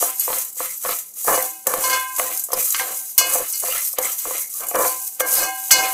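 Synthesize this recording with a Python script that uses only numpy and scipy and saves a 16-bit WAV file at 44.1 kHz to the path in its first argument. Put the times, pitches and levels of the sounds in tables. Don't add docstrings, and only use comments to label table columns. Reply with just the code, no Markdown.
import sys
import numpy as np
from scipy import signal
from scipy.fft import rfft, irfft
from scipy.io import wavfile
from scipy.ndimage import uniform_filter1d

SR = 44100
rng = np.random.default_rng(int(sys.argv[2]) if len(sys.argv) > 2 else 0)


def invert_db(x):
    u = np.asarray(x, float) / 20
    return 10 ** u


def wav_record(signal):
    frames = np.transpose(np.atleast_2d(signal))
    bounded = np.clip(frames, -1, 1)
    quanta = np.round(bounded * 32767).astype(np.int16)
    wavfile.write(sys.argv[1], SR, quanta)


N = 261513

# fullest_s, patter_db, build_s, settle_s
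HEAPS = [(.04, -17, 0.2, 0.19), (0.231, -19, 0.074, 0.056), (.38, -19, 0.22, 0.15), (.62, -21, 0.091, 0.26),
         (.9, -22, 0.13, 0.22), (1.209, -23, 0.072, 0.27), (1.312, -18, 0.1, 0.34), (1.675, -24.5, .006, 1),
         (1.852, -19.5, 0.11, 0.19), (1.95, -34, 0.082, 0.45), (2.2, -24.5, 0.097, 0.55),
         (2.36, -21.5, 0.23, 0.076), (2.61, -18.5, 0.076, 0.29), (2.73, -22.5, 0.081, 0.51),
         (2.98, -27, 0.14, 0.25), (3.185, -11.5, 0.005, 0.049), (3.339, -20.5, 0.16, 0.2),
         (3.555, -33, 0.045, 0.15), (3.82, -21, 0.57, 0.2), (4.052, -18, 0.064, 0.17),
         (4.19, -20.5, 0.032, 0.22), (4.4, -23, 0.18, 0.16), (4.6, -25, 0.14, 1), (4.822, -17, 0.088, 0.25),
         (5.081, -28.5, 0.08, 0.035), (5.2, -9.5, 0.0066, 0.019), (5.331, -14, 0.083, 0.22),
         (5.64, -26.5, 0.22, 0.065), (5.713, -1.5, 0.0073, 0.03), (5.9, -21, 0.37, 0.15)]
HEAP_RANGE_DB, BUILD_CURVE, SETTLE_CURVE = 21.5, 2.4, 1.53
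# start_s, peak_db, blade_ring_db
BEAN_DROPS = [(0.024, -1, -25), (0.196, -7, 11), (0.527, -19, 7.5), (0.775, -14, 1), (0.9867, -6.5, 3.5),
              (1.1373, -18.5, -5), (1.265, -20, -1.5), (1.424, -4.5, -20.5), (1.6682, 6.5, -16),
              (1.7372, -3, -14), (1.848, -11.5, -35.5), (1.9085, -11, 8.5), (2.162, -4.5, -6),
              (2.374, -8, -6), (2.4375, -9.5, 9), (2.5316, 2, -20), (2.6454, -3, 2), (2.7036, -0.5, -13),
              (3.1482, -19, -19), (3.1786, 11, -3), (3.333, -5, 0.1), (3.5254, -7, -1), (3.598, -2.5, -20),
              (3.9103, -15, 0.5), (3.9846, 0, -6), (4.538, -10, -7), (4.685, -14, 14), (4.753, -1.5, -20),
              (5.286, -18, 5), (5.7132, -23.5, 8), (0.307, -10, -12), (0.383, -2.5, -10), (0.447, -10, -5),
              (0.5796, -20, -10), (0.834, -10, -12), (1.2057, -30, -8), (1.241, -21, -10),
              (2.1329, -28, -22), (2.237, -12, -10), (2.394, -3, -10), (2.518, -4.5, -18), (2.591, -8, -10),
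              (2.7234, -1, -13), (3.304, -11, -12), (3.555, -7, -12), (3.722, -4, -8), (3.778, -5, -10),
              (3.8172, -10, -12), (3.849, -4.5, -10), (3.929, -9.5, -1.5), (4.0253, -5, 0),
              (4.048, -6.5, 9), (4.188, -6.5, -1), (4.335, -19, -10), (4.3535, -9.5, -4),
              (4.3795, -7.5, -2), (4.605, -9, -3), (4.667, -10, -11), (4.787, -5, -12), (5.3263, -9, -10)]
# pitch_hz, level_db, fade_60db_s
BLADE_MODES = [(6775, -3, .1), (7600, -3, .12), (7790, -5, .08), (8330, -5, .08), (9150, -5, .07),
               (9850, -2, .11), (10600, -5, .08), (11400, -2, .08), (11700, -5, .07), (12410, -2, .09),
               (13610, -2, .09), (14050, -5, .07)]
# pitch_hz, level_db (per Hz)
PATTER_TONE = [(1400, -91), (2500, -18), (4000, -22.5), (5300, -19.5), (6300, -9.5), (7300, -8),
               (10000, -9), (13900, -7), (15600, -14), (16400, -42)]

# start_s, peak_db, blade_edge_db
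KNOCKS = [(0.026, 0.5, -27), (0.279, -7, -38), (0.302, -7.5, -23), (0.604, -10, -33), (0.85, -9.5, -20),
          (1.248, -14.5, -45), (1.281, 3, -25), (1.377, -2, -17), (1.669, 0, -14), (1.738, -3.5, -13),
          (2.197, -4, -9), (2.316, -22, -22), (2.487, -23, -46), (2.531, -2, -21), (2.746, -39, -7.5),
          (2.796, -41, -8), (3.212, -5, -45.5), (3.354, 0.5, -24), (3.637, -10, -49), (3.684, -13, -43),
          (3.985, -1.5, -13.5), (4.254, -13, -52), (4.606, -22, -30), (4.712, -5, -26), (4.747, -7, -21),
          (4.849, -1, -15), (5.205, 1, -6.5), (5.255, -18, -35), (3.936, -26, -50), (5.708, -22, -3),
          (0.329, -16, -13.5), (0.566, -32, -55), (0.858, -9.5, -18), (0.891, -10.5, -30),
          (1.169, -39, -55), (1.286, -7, -25), (1.299, -5, -32), (1.32, -11, -29), (1.341, -6, -18),
          (2.185, -15, -29), (2.504, -16.5, -49), (2.575, -10, -33), (2.723, -44, -27), (2.772, -29, -35),
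          (2.81, -16, -28), (2.878, -27, -34), (3.754, -21.5, -27), (3.785, -23.5, -30), (4.046, -16, -21),
          (4.309, -9.5, -33), (4.349, -17.5, -27), (4.541, -44, -53), (4.638, -23, -26),
          (4.829, -13.5, -25), (5.199, -17, -21), (5.302, -18, -32), (5.374, -23, -28), (5.425, -19, -45),
          (4.759, -4, -16), (4.805, -18, -29)]
# lands_s, stays_down_s, drag_db, grit_db, wall_brush_db
STROKES = [(0.01, 0.065, -27, -21, -39.5), (0.275, 0.1, -31.5, -24.5, -45.5),
           (0.599, 0.055, -39, -22.5, -80), (0.845, 0.077, -26.5, -19.5, -55),
           (1.278, 0.065, -14, -35, -36.5), (1.38, 0.062, -28, -32, -39), (1.67, 0.11, -21.5, -29, -42),
           (1.81, 0.16, -27, -26, -36), (2.186, 0.055, -26, -25, -36.5), (2.28, 0.042, -35, -24, -50),
           (2.52, 0.094, -29, -23.5, -54), (2.751, 0.051, -49, -14.5, -55), (2.801, 0.12, -30, -31, -40.5),
           (3.184, 0.14, -28, -32, -40), (3.331, 0.087, -25.5, -25, -48), (3.625, 0.15, -34.5, -25, -52),
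           (3.981, 0.086, -28.5, -21, -43), (4.255, 0.1, -32.5, -26, -54),
           (4.603, 0.075, -34.5, -44, -42.5), (4.745, 0.12, -15, -33, -48), (4.88, 0.082, -40, -53, -41),
           (5.201, 0.16, -25.5, -31.5, -38.5), (5.373, 0.086, -26.5, -37, -30),
           (5.714, 0.17, -25, -26.5, -28.5)]
DRAG_SLOPES, GRIT_SLOPES, BRUSH_SLOPES = (1994, 27.5, 359), (707, -83.5, 185), (578, 31, 108)
# pitch_hz, level_db, fade_60db_s
BASE_MODES = [(315.8, -12.5, 0.15), (509.5, -1, 0.052), (512.8, -3.5, 0.14), (569.6, -12, 0.087),
              (625, -13, 0.023), (702.5, -8, 0.16), (849, -16.5, 0.13), (1018, -13.5, 0.28),
              (1060, -38, 0.045), (1132, -4.5, 0.054), (1196, -3.5, 0.04), (1180, -3, 0.026),
              (1757, -16.5, 0.2), (2020, -33, 0.26), (2340, -22, 0.26), (2924, -32, 0.26),
              (3560, -38, 0.24)]
# pitch_hz, level_db (per Hz)
DRAG_TONE = [(15, -72), (25, -41), (201, -15.5), (282, -18), (525, -2.5), (902, -7.5), (1060, -6.5),
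             (1780, -8.5), (2560, -40), (3000, -47), (3900, -50), (6600, -120)]
# pitch_hz, level_db (per Hz)
GRIT_TONE = [(120, -61), (710, -20), (1200, 0.5), (1590, -4.5), (1680, -2), (2080, 2.5), (2660, -3),
             (3180, -3.5), (3780, -5), (5500, -9.5), (7150, -63), (12100, -120)]
# loudest_s, length_s, pitch_hz, level_db
JAMS = [(.31, 0.061, 903, -32), (0.337, 0.028, 1184, -30), (.64, 0.078, 1280, -39.5),
        (0.668, 0.18, 2060, -47), (0.714, 0.053, 2090, -39.5), (0.869, .03, 1160, -35),
        (0.919, 0.11, 1200, -38), (.93, .1, 2400, -45), (1.752, .06, 1150, -42), (2.276, 0.054, 1990, -39),
        (2.6, 0.096, 2390, -37.5), (2.758, .04, 2000, -43), (2.755, 0.026, 1170, -34),
        (2.818, 0.027, 980, -31), (3.305, 0.099, 1110, -36), (3.728, 0.058, 2814, -29.5),
        (3.751, 0.073, 1340, -36), (3.779, .05, 2040, -33.5), (4.053, 0.056, 2130, -29.5),
        (4.35, .08, 2040, -40), (4.422, 0.15, 2120, -43.5), (4.559, 0.05, 1150, -47),
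        (4.629, 0.076, 1210, -38), (4.641, .05, 2330, -44), (4.766, 0.026, 1770, -33),
        (4.894, 0.12, 4600, -40), (5.29, .06, 2300, -41), (5.372, .12, 5000, -31),
        (5.391, 0.13, 4270, -34.5), (5.77, 0.072, 4300, -24), (5.845, 0.049, 2490, -29),
        (0.335, .06, 4200, -39), (1.288, 0.049, 2350, -42), (2.539, 0.034, 5200, -31),
        (3.701, 0.15, 4600, -40), (1.3, .07, 1760, -28.5), (1.31, .08, 1110, -29),
        (1.397, .06, 2070, -30.5), (5.43, 0.063, 564, -33), (5.44, 0.087, 1125, -33),
        (3.41, 0.073, 518, -30.5), (1.79, 0.077, 521, -31), (2.57, 0.077, 520, -31.5),
        (4.001, 0.042, 805, -34.5), (4.28, 0.054, 525, -33.5), (5.718, 0.029, 6550, -26),
        (3.193, 0.02, 5760, -18.5), (1.86, .05, 6660, -29), (5.798, .05, 955, -32), (4.8, 0.094, 1096, -28)]

# start_s, level_db, lowest_mode_db, second_mode_db, treble_db
CLANKS = [(0.203, -51.5, -20, -14, 5), (1.281, -52, 28, 23, -24), (1.343, -43, 4, -3, -5),
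          (1.838, -33, -18.5, 13, -8.5), (1.897, -32, -27, -8, -15), (1.929, -35.5, -10, 12.5, -5.5),
          (2.744, -37, -25, -23, -7), (2.795, -31.5, 3, -1, -19.5), (3.182, -27.5, -24, -0.5, -0.5),
          (3.533, -53.5, -22, -22, 11.5), (4.2, -54, -24, 1, 0), (4.852, -46.5, 18, 21.5, -10),
          (5.209, -30, -14, -9, -28), (5.389, -43, 5, -14, -1.5), (5.43, -33.5, 10.5, -22, -10.5),
          (5.711, -23, 1, -11, -1), (5.788, -33.5, 11.5, 4, -10), (5.835, -45, 18, 1, -2)]
WALL_HZ = [769, 1028, 1575, 1598, 2137, 2153, 2520, 2546, 2929, 3452, 4078, 4301, 4549, 4780, 4832, 5071,
           5560, 5690, 6030, 6140, 6589, 6770, 6880, 7260, 7598, 7850, 8470, 8726, 324]
# level_db, fade_60db_s
WALL_MODES = [(-3.5, 0.73), (0, 0.84), (-0.5, 0.69), (-1.5, 0.69), (5, 0.5), (0, 0.57), (-5, 0.38),
              (0.5, 0.76), (6, 0.51), (2, 0.4), (-5.5, 0.33), (9, 0.3), (6.5, 0.1), (2, 0.28), (4, 0.24),
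              (7, 0.1), (4, 0.19), (9, 0.085), (14, 0.17), (8, 0.14), (12, 0.19), (-12, 0.2), (-15, 0.12),
              (-11, 0.14), (12, 0.18), (9, 0.27), (-8, 0.13), (-10, 0.1), (-17, 0.51)]
PAIR_LEAN_DB = [9, 0.1, -7, 0, 6, -10, -6, 17, 15, 5, 8, -7, 12, 27, 20, -5, -3, 3]
PAIR_2150_DB = [0.46, 0.1, 0.1, 1.7, 2, 1.5, 0.1, 0.57, -1.2, 2, 0.1, 0.1, 0.39, -1.6, -2, 1.8, 0.1, 0.1]
TRIO_2500_DB = [1, 0.1, 0.1, -0.5, -1, -0.5, 0.1, 2, 0.8, -1, 0.1, -2, -4, -3, 0, -1.5, 1, 0.1]
LONE_3450_DB = [1, 0.1, -1, -3, 3, 6.5, -4, 0.1, -2.5, -10, -2, 0.1, 1, -1, -3, -4, 1, 2]
# pitch_hz, share (no unit)
HARDNESS = [(1100, -0.048), (1600, -0.16), (2140, 0.26), (3450, 0.85), (4300, 0.7)]
GRIPS_S = [.28, 1.44, 2.2, 2.755, 2.816, 3.42, 3.66, 4.28, 4.93, 5.66, 5.785, 5.95]

# pitch_hz, level_db
ECHO_NULLS = [(1600, -0.5), (1850, -3.5), (2050, -0.5), (3500, 0.5), (3780, -4), (4050, -0.5)]
# pitch_hz, level_db (per Hz)
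KITCHEN_TONE = [(20, -27), (60, -1.5), (130, -14), (190, 9), (260, -1), (500, 3.5), (1000, -6), (2200, -20),
                (5000, -25)]


def beans(patter_db):
    s, db, blade_db = np.transpose(BEAN_DROPS)
    taps = grains(2400, 2.13, count=6) * invert_db(patter_db - 1.5 + 1.9 * walk(25) + 0.42 * walk(90))
    taps = taps * invert_db([2.9 * walk(13) + 1.88 * walk(45) for _ in taps])
    taps = taps + bursts(s, db + 18, 0.003, count=6)
    hz = 3700 + 12300 * (np.arange(330) + rng.random(330)) / 330
    t60 = 0.031 * invert_db(rng.standard_normal(330))
    ring = struck(taps, hz, 0 * hz, t60, 6.98, count=4096)
    stray = grains(160, 1.8, count=7) * invert_db(patter_db + 3.5)
    stray = stray + bursts(s, db + blade_db + 31, 0.0013, count=7)
    blade = struck(stray, *np.transpose(BLADE_MODES), 4, count=4096) * invert_db(-49)
    rattle = ring * invert_db(-52) + smear(taps.sum(axis=0), 0.003) * invert_db(-13)
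    return colour(rattle + blade, PATTER_TONE) * invert_db(3.5)


def spatula(drag_db, grit_db):
    s, db, edge_db = np.transpose(KNOCKS)
    hz, mode_db, t60 = np.transpose(BASE_MODES)
    slips = grains(500, 2.4, count=4) * invert_db(drag_db - 36 + 1.03 * walk(30))
    knocks = np.abs(bursts(s, db - 19, 0.00008, count=6))
    body = struck(np.r_[slips, knocks * invert_db(-8)], hz, mode_db, t60, 1, count=8192)
    body = body + struck(knocks, hz, mode_db, 0.35 * t60, 1.5, count=4096)
    body = signal.sosfilt(signal.butter(3, 380, "high", fs=SR, output="sos"), body)
    shake = unit(colour(rng.standard_normal(N), DRAG_TONE)) * invert_db(drag_db - 8 + 2 * walk(8.2))
    edge = colour(bursts(s, edge_db + 20, 0.002, count=1)[0], GRIT_TONE)
    return body + shake + grinding(grit_db) + edge


def grinding(grit_db):
    rolls = grains(1800, 2.8, count=4) * invert_db([5.1 * walk(14) for _ in range(4)])
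    patch_hz = 900 + 5000 * (np.arange(48) + rng.random(48)) / 48
    ring = struck(rolls, patch_hz, 0 * patch_hz, np.full(48, 0.053), 4, count=2048)
    rasp = unit(smear(rolls.sum(axis=0), 0.0038)) + invert_db(1) * unit(ring)
    return even(colour(rasp, GRIT_TONE), 0.15) * invert_db(grit_db - 18 + 2 * walk(35))


def jams():
    slips_per_s, fade_cycles, spread = 700, 90, 0.023
    out, t = np.zeros(N + 16384), np.arange(-4096, 4096) / SR
    for s, span, hz, db in JAMS:
        slips = (rng.random(8192) < slips_per_s / SR) * invert_db(4.6 * rng.standard_normal(8192))
        patch_hz = hz * (1 + spread * np.array([-1, 0, 1]) + 0.012 * rng.standard_normal(3))
        ring = rings(patch_hz, fade_cycles / patch_hz, count=2048).sum(axis=0)
        sing = even(signal.oaconvolve(slips, ring)[:8192], 0.013)
        start = int(s * SR)
        out[start:start + 8192] += invert_db(db) * sing * np.exp(-2 * (2 * t / span) ** 2)
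    return out[4096:4096 + N]


def wall(brush_db):
    hz, (db, t60) = np.array(WALL_HZ), np.transpose(WALL_MODES)
    brush_taps = grains(300, 2.5, count=3) * invert_db(brush_db - 33)
    brush = struck(brush_taps, hz, db - 8 * np.log2(hz / 1000), 0.3 * t60, 2.5, count=8192)
    out = wall_blows(hz, db, t60) + brush + wall_clang()
    return signal.sosfilt(signal.butter(2, 420, "high", fs=SR, output="sos"), out)


def wall_blows(hz, db, t60):
    out, t = np.zeros(N + 20480), np.arange(20480) / SR
    phase = 2 * np.pi * rng.random((len(hz), 1))
    flutter = invert_db([3.5 * min(f / 4800, 1) ** 2 * np.resize(walk(70), len(out)) for f in hz])
    fade = np.exp(-np.log(1000) * np.outer(1 / t60, t))
    hard_share = np.interp(hz, *np.transpose(HARDNESS))
    blows = zip(CLANKS, PAIR_LEAN_DB, PAIR_2150_DB, TRIO_2500_DB, LONE_3450_DB)
    for (s, blow_db, first_db, second_db, treble_db), lean_db, pair_db, trio_db, lone_db in blows:
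        start = int(s * SR)
        free_s = min([grip_s - s for grip_s in GRIPS_S if grip_s > s] + [1])
        favour_db = np.r_[first_db, second_db, -lean_db, 0.25 * lean_db, pair_db, pair_db,
                          trio_db, trio_db, trio_db, lone_db, 0 * hz[10:]]
        spot_db = db + treble_db * hard_share + favour_db
        gain = invert_db(blow_db + spot_db + 0.35 * rng.standard_normal(len(hz)))
        grip = np.outer(np.minimum(hz / 1700, 1.3) ** 1.3, np.maximum(t - free_s, 0) / 0.04)
        swing = np.sin(2 * np.pi * np.outer(hz, t + start / SR) + phase) * fade * np.exp(-grip)
        onset = 1 - np.exp(-t / 0.0005)
        out[start:start + len(t)] += gain @ (swing * flutter[:, start:start + len(t)]) * onset
    return out[:N]


def wall_clang():
    s, blow_db, _, _, treble_db = np.transpose(CLANKS)
    hz = 4100 + 5200 * (np.arange(200) + rng.random(200)) / 200
    t60 = 0.25 * invert_db(1.75 * rng.standard_normal(200))
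    hits = bursts(s, blow_db + treble_db - 7.5, 0.0075, count=3)
    return struck(hits, hz, -3 * np.log2(hz / 5000), t60, 3.4, count=8192)


def kitchen():
    return unit(colour(rng.standard_normal(N), KITCHEN_TONE)) * invert_db(-63.5 + walk(17))


def heap_db():
    fullest, db, build, settle = np.transpose(HEAPS)[:, :, None]
    since = np.arange(0, N, 64) / SR - fullest
    building = (np.maximum(-since, 0) / build) ** BUILD_CURVE
    settling = (np.maximum(since, 0) / settle) ** SETTLE_CURVE
    return np.repeat(pile(db - HEAP_RANGE_DB * (building + settling)), 64)[:N]


def stroke_db(level_db, slopes):
    lands, down = np.transpose(STROKES)[:2, :, None]
    since = np.arange(0, N, 64) / SR - lands
    fall = slopes[0] * np.maximum(-since, 0)
    fall = fall + slopes[1] * np.clip(since, 0, down)
    fall = fall + slopes[2] * np.maximum(since - down, 0)
    return np.repeat(pile(level_db[:, None] - fall), 64)[:N]


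def pile(db):
    return 10 * np.log10(np.sum(invert_db(np.maximum(db, -120)) ** 2, axis=0))


def grains(rate, scatter_db, count):
    falls = rng.random((count, N)) < rate / count / SR
    hardness = np.minimum(rng.exponential(size=(count, N)), 3.2)
    return unit(falls * invert_db(scatter_db * hardness))


def bursts(times, db, length_s, count):
    out, t = np.zeros((count, N + 4096)), np.arange(4096) / SR
    for k, (s, gain, span) in enumerate(np.broadcast(times, invert_db(db), length_s)):
        bounce = rng.standard_normal(4096) * np.exp(-t / max(span, 1e-4))
        start = int(s * SR)
        out[k % count, start:start + 4096] += gain * bounce / np.linalg.norm(bounce)
    return out[:, :N]


def struck(taps, hz, db, t60, spread_db, count):
    spots = rng.standard_normal((2, len(taps), len(hz)))
    gains = invert_db(db + spread_db * spots[0]) * np.sign(spots[1])
    shapes = gains @ rings(hz, t60, count)
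    return sum(signal.oaconvolve(row, shape)[:N] for row, shape in zip(taps, shapes))


def rings(hz, t60, count):
    t = np.arange(count) / SR
    return np.sin(2 * np.pi * np.outer(hz, t)) * np.exp(-np.log(1000) * np.outer(1 / t60, t))


def smear(x, length_s):
    tail = rng.standard_normal(2048) * np.exp(-np.arange(2048) / SR / length_s)
    return signal.oaconvolve(x, tail / np.linalg.norm(tail))[:N]


def colour(x, points):
    hz, db = np.transpose(points)
    grid = np.maximum(np.arange(2049) * SR / 4096, 1)
    cepstrum = irfft(np.interp(np.log(grid), np.log(hz), db) * np.log(10) / 20)
    cepstrum[1:2048] *= 2
    cepstrum[2049:] = 0
    return signal.oaconvolve(x, irfft(np.exp(rfft(cepstrum))))[:N]


def walk(rate):
    k = int(SR / rate)
    return uniform_filter1d(np.repeat(rng.standard_normal(N // k + 1), k), k)[:N]


def even(x, span_s):
    power = uniform_filter1d(x ** 2, int(span_s * SR))
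    return unit(x / (power + 0.01 * np.mean(x ** 2)) ** 0.4)


def unit(x):
    return x / np.sqrt(np.mean(x ** 2))


def scene():
    drag, grit, brush = np.transpose(STROKES)[2:]
    patter_db = heap_db()
    drag_db = pile([stroke_db(drag, DRAG_SLOPES), patter_db - 35])
    rolling_grit_db = patter_db - 12 + 0.31 * (patter_db + 28)
    grit_db = pile([stroke_db(grit, GRIT_SLOPES), rolling_grit_db])
    pot = beans(patter_db) + spatula(drag_db, grit_db) + wall(stroke_db(brush, BRUSH_SLOPES))
    mono = colour(pot + kitchen(), ECHO_NULLS) + jams()
    return np.array([mono, mono])


def top_cut(x):
    return signal.sosfilt(signal.butter(12, 16500, fs=SR, output="sos"), x)


def record(dry):
    x = signal.sosfilt(signal.ellip(8, 0.2, 45, 15550, fs=SR, output="sos"), dry)
    mix = np.tanh(1.1 * x) / 1.1
    return top_cut(mix)


dry = scene()
out = record(dry)
wav_record(out)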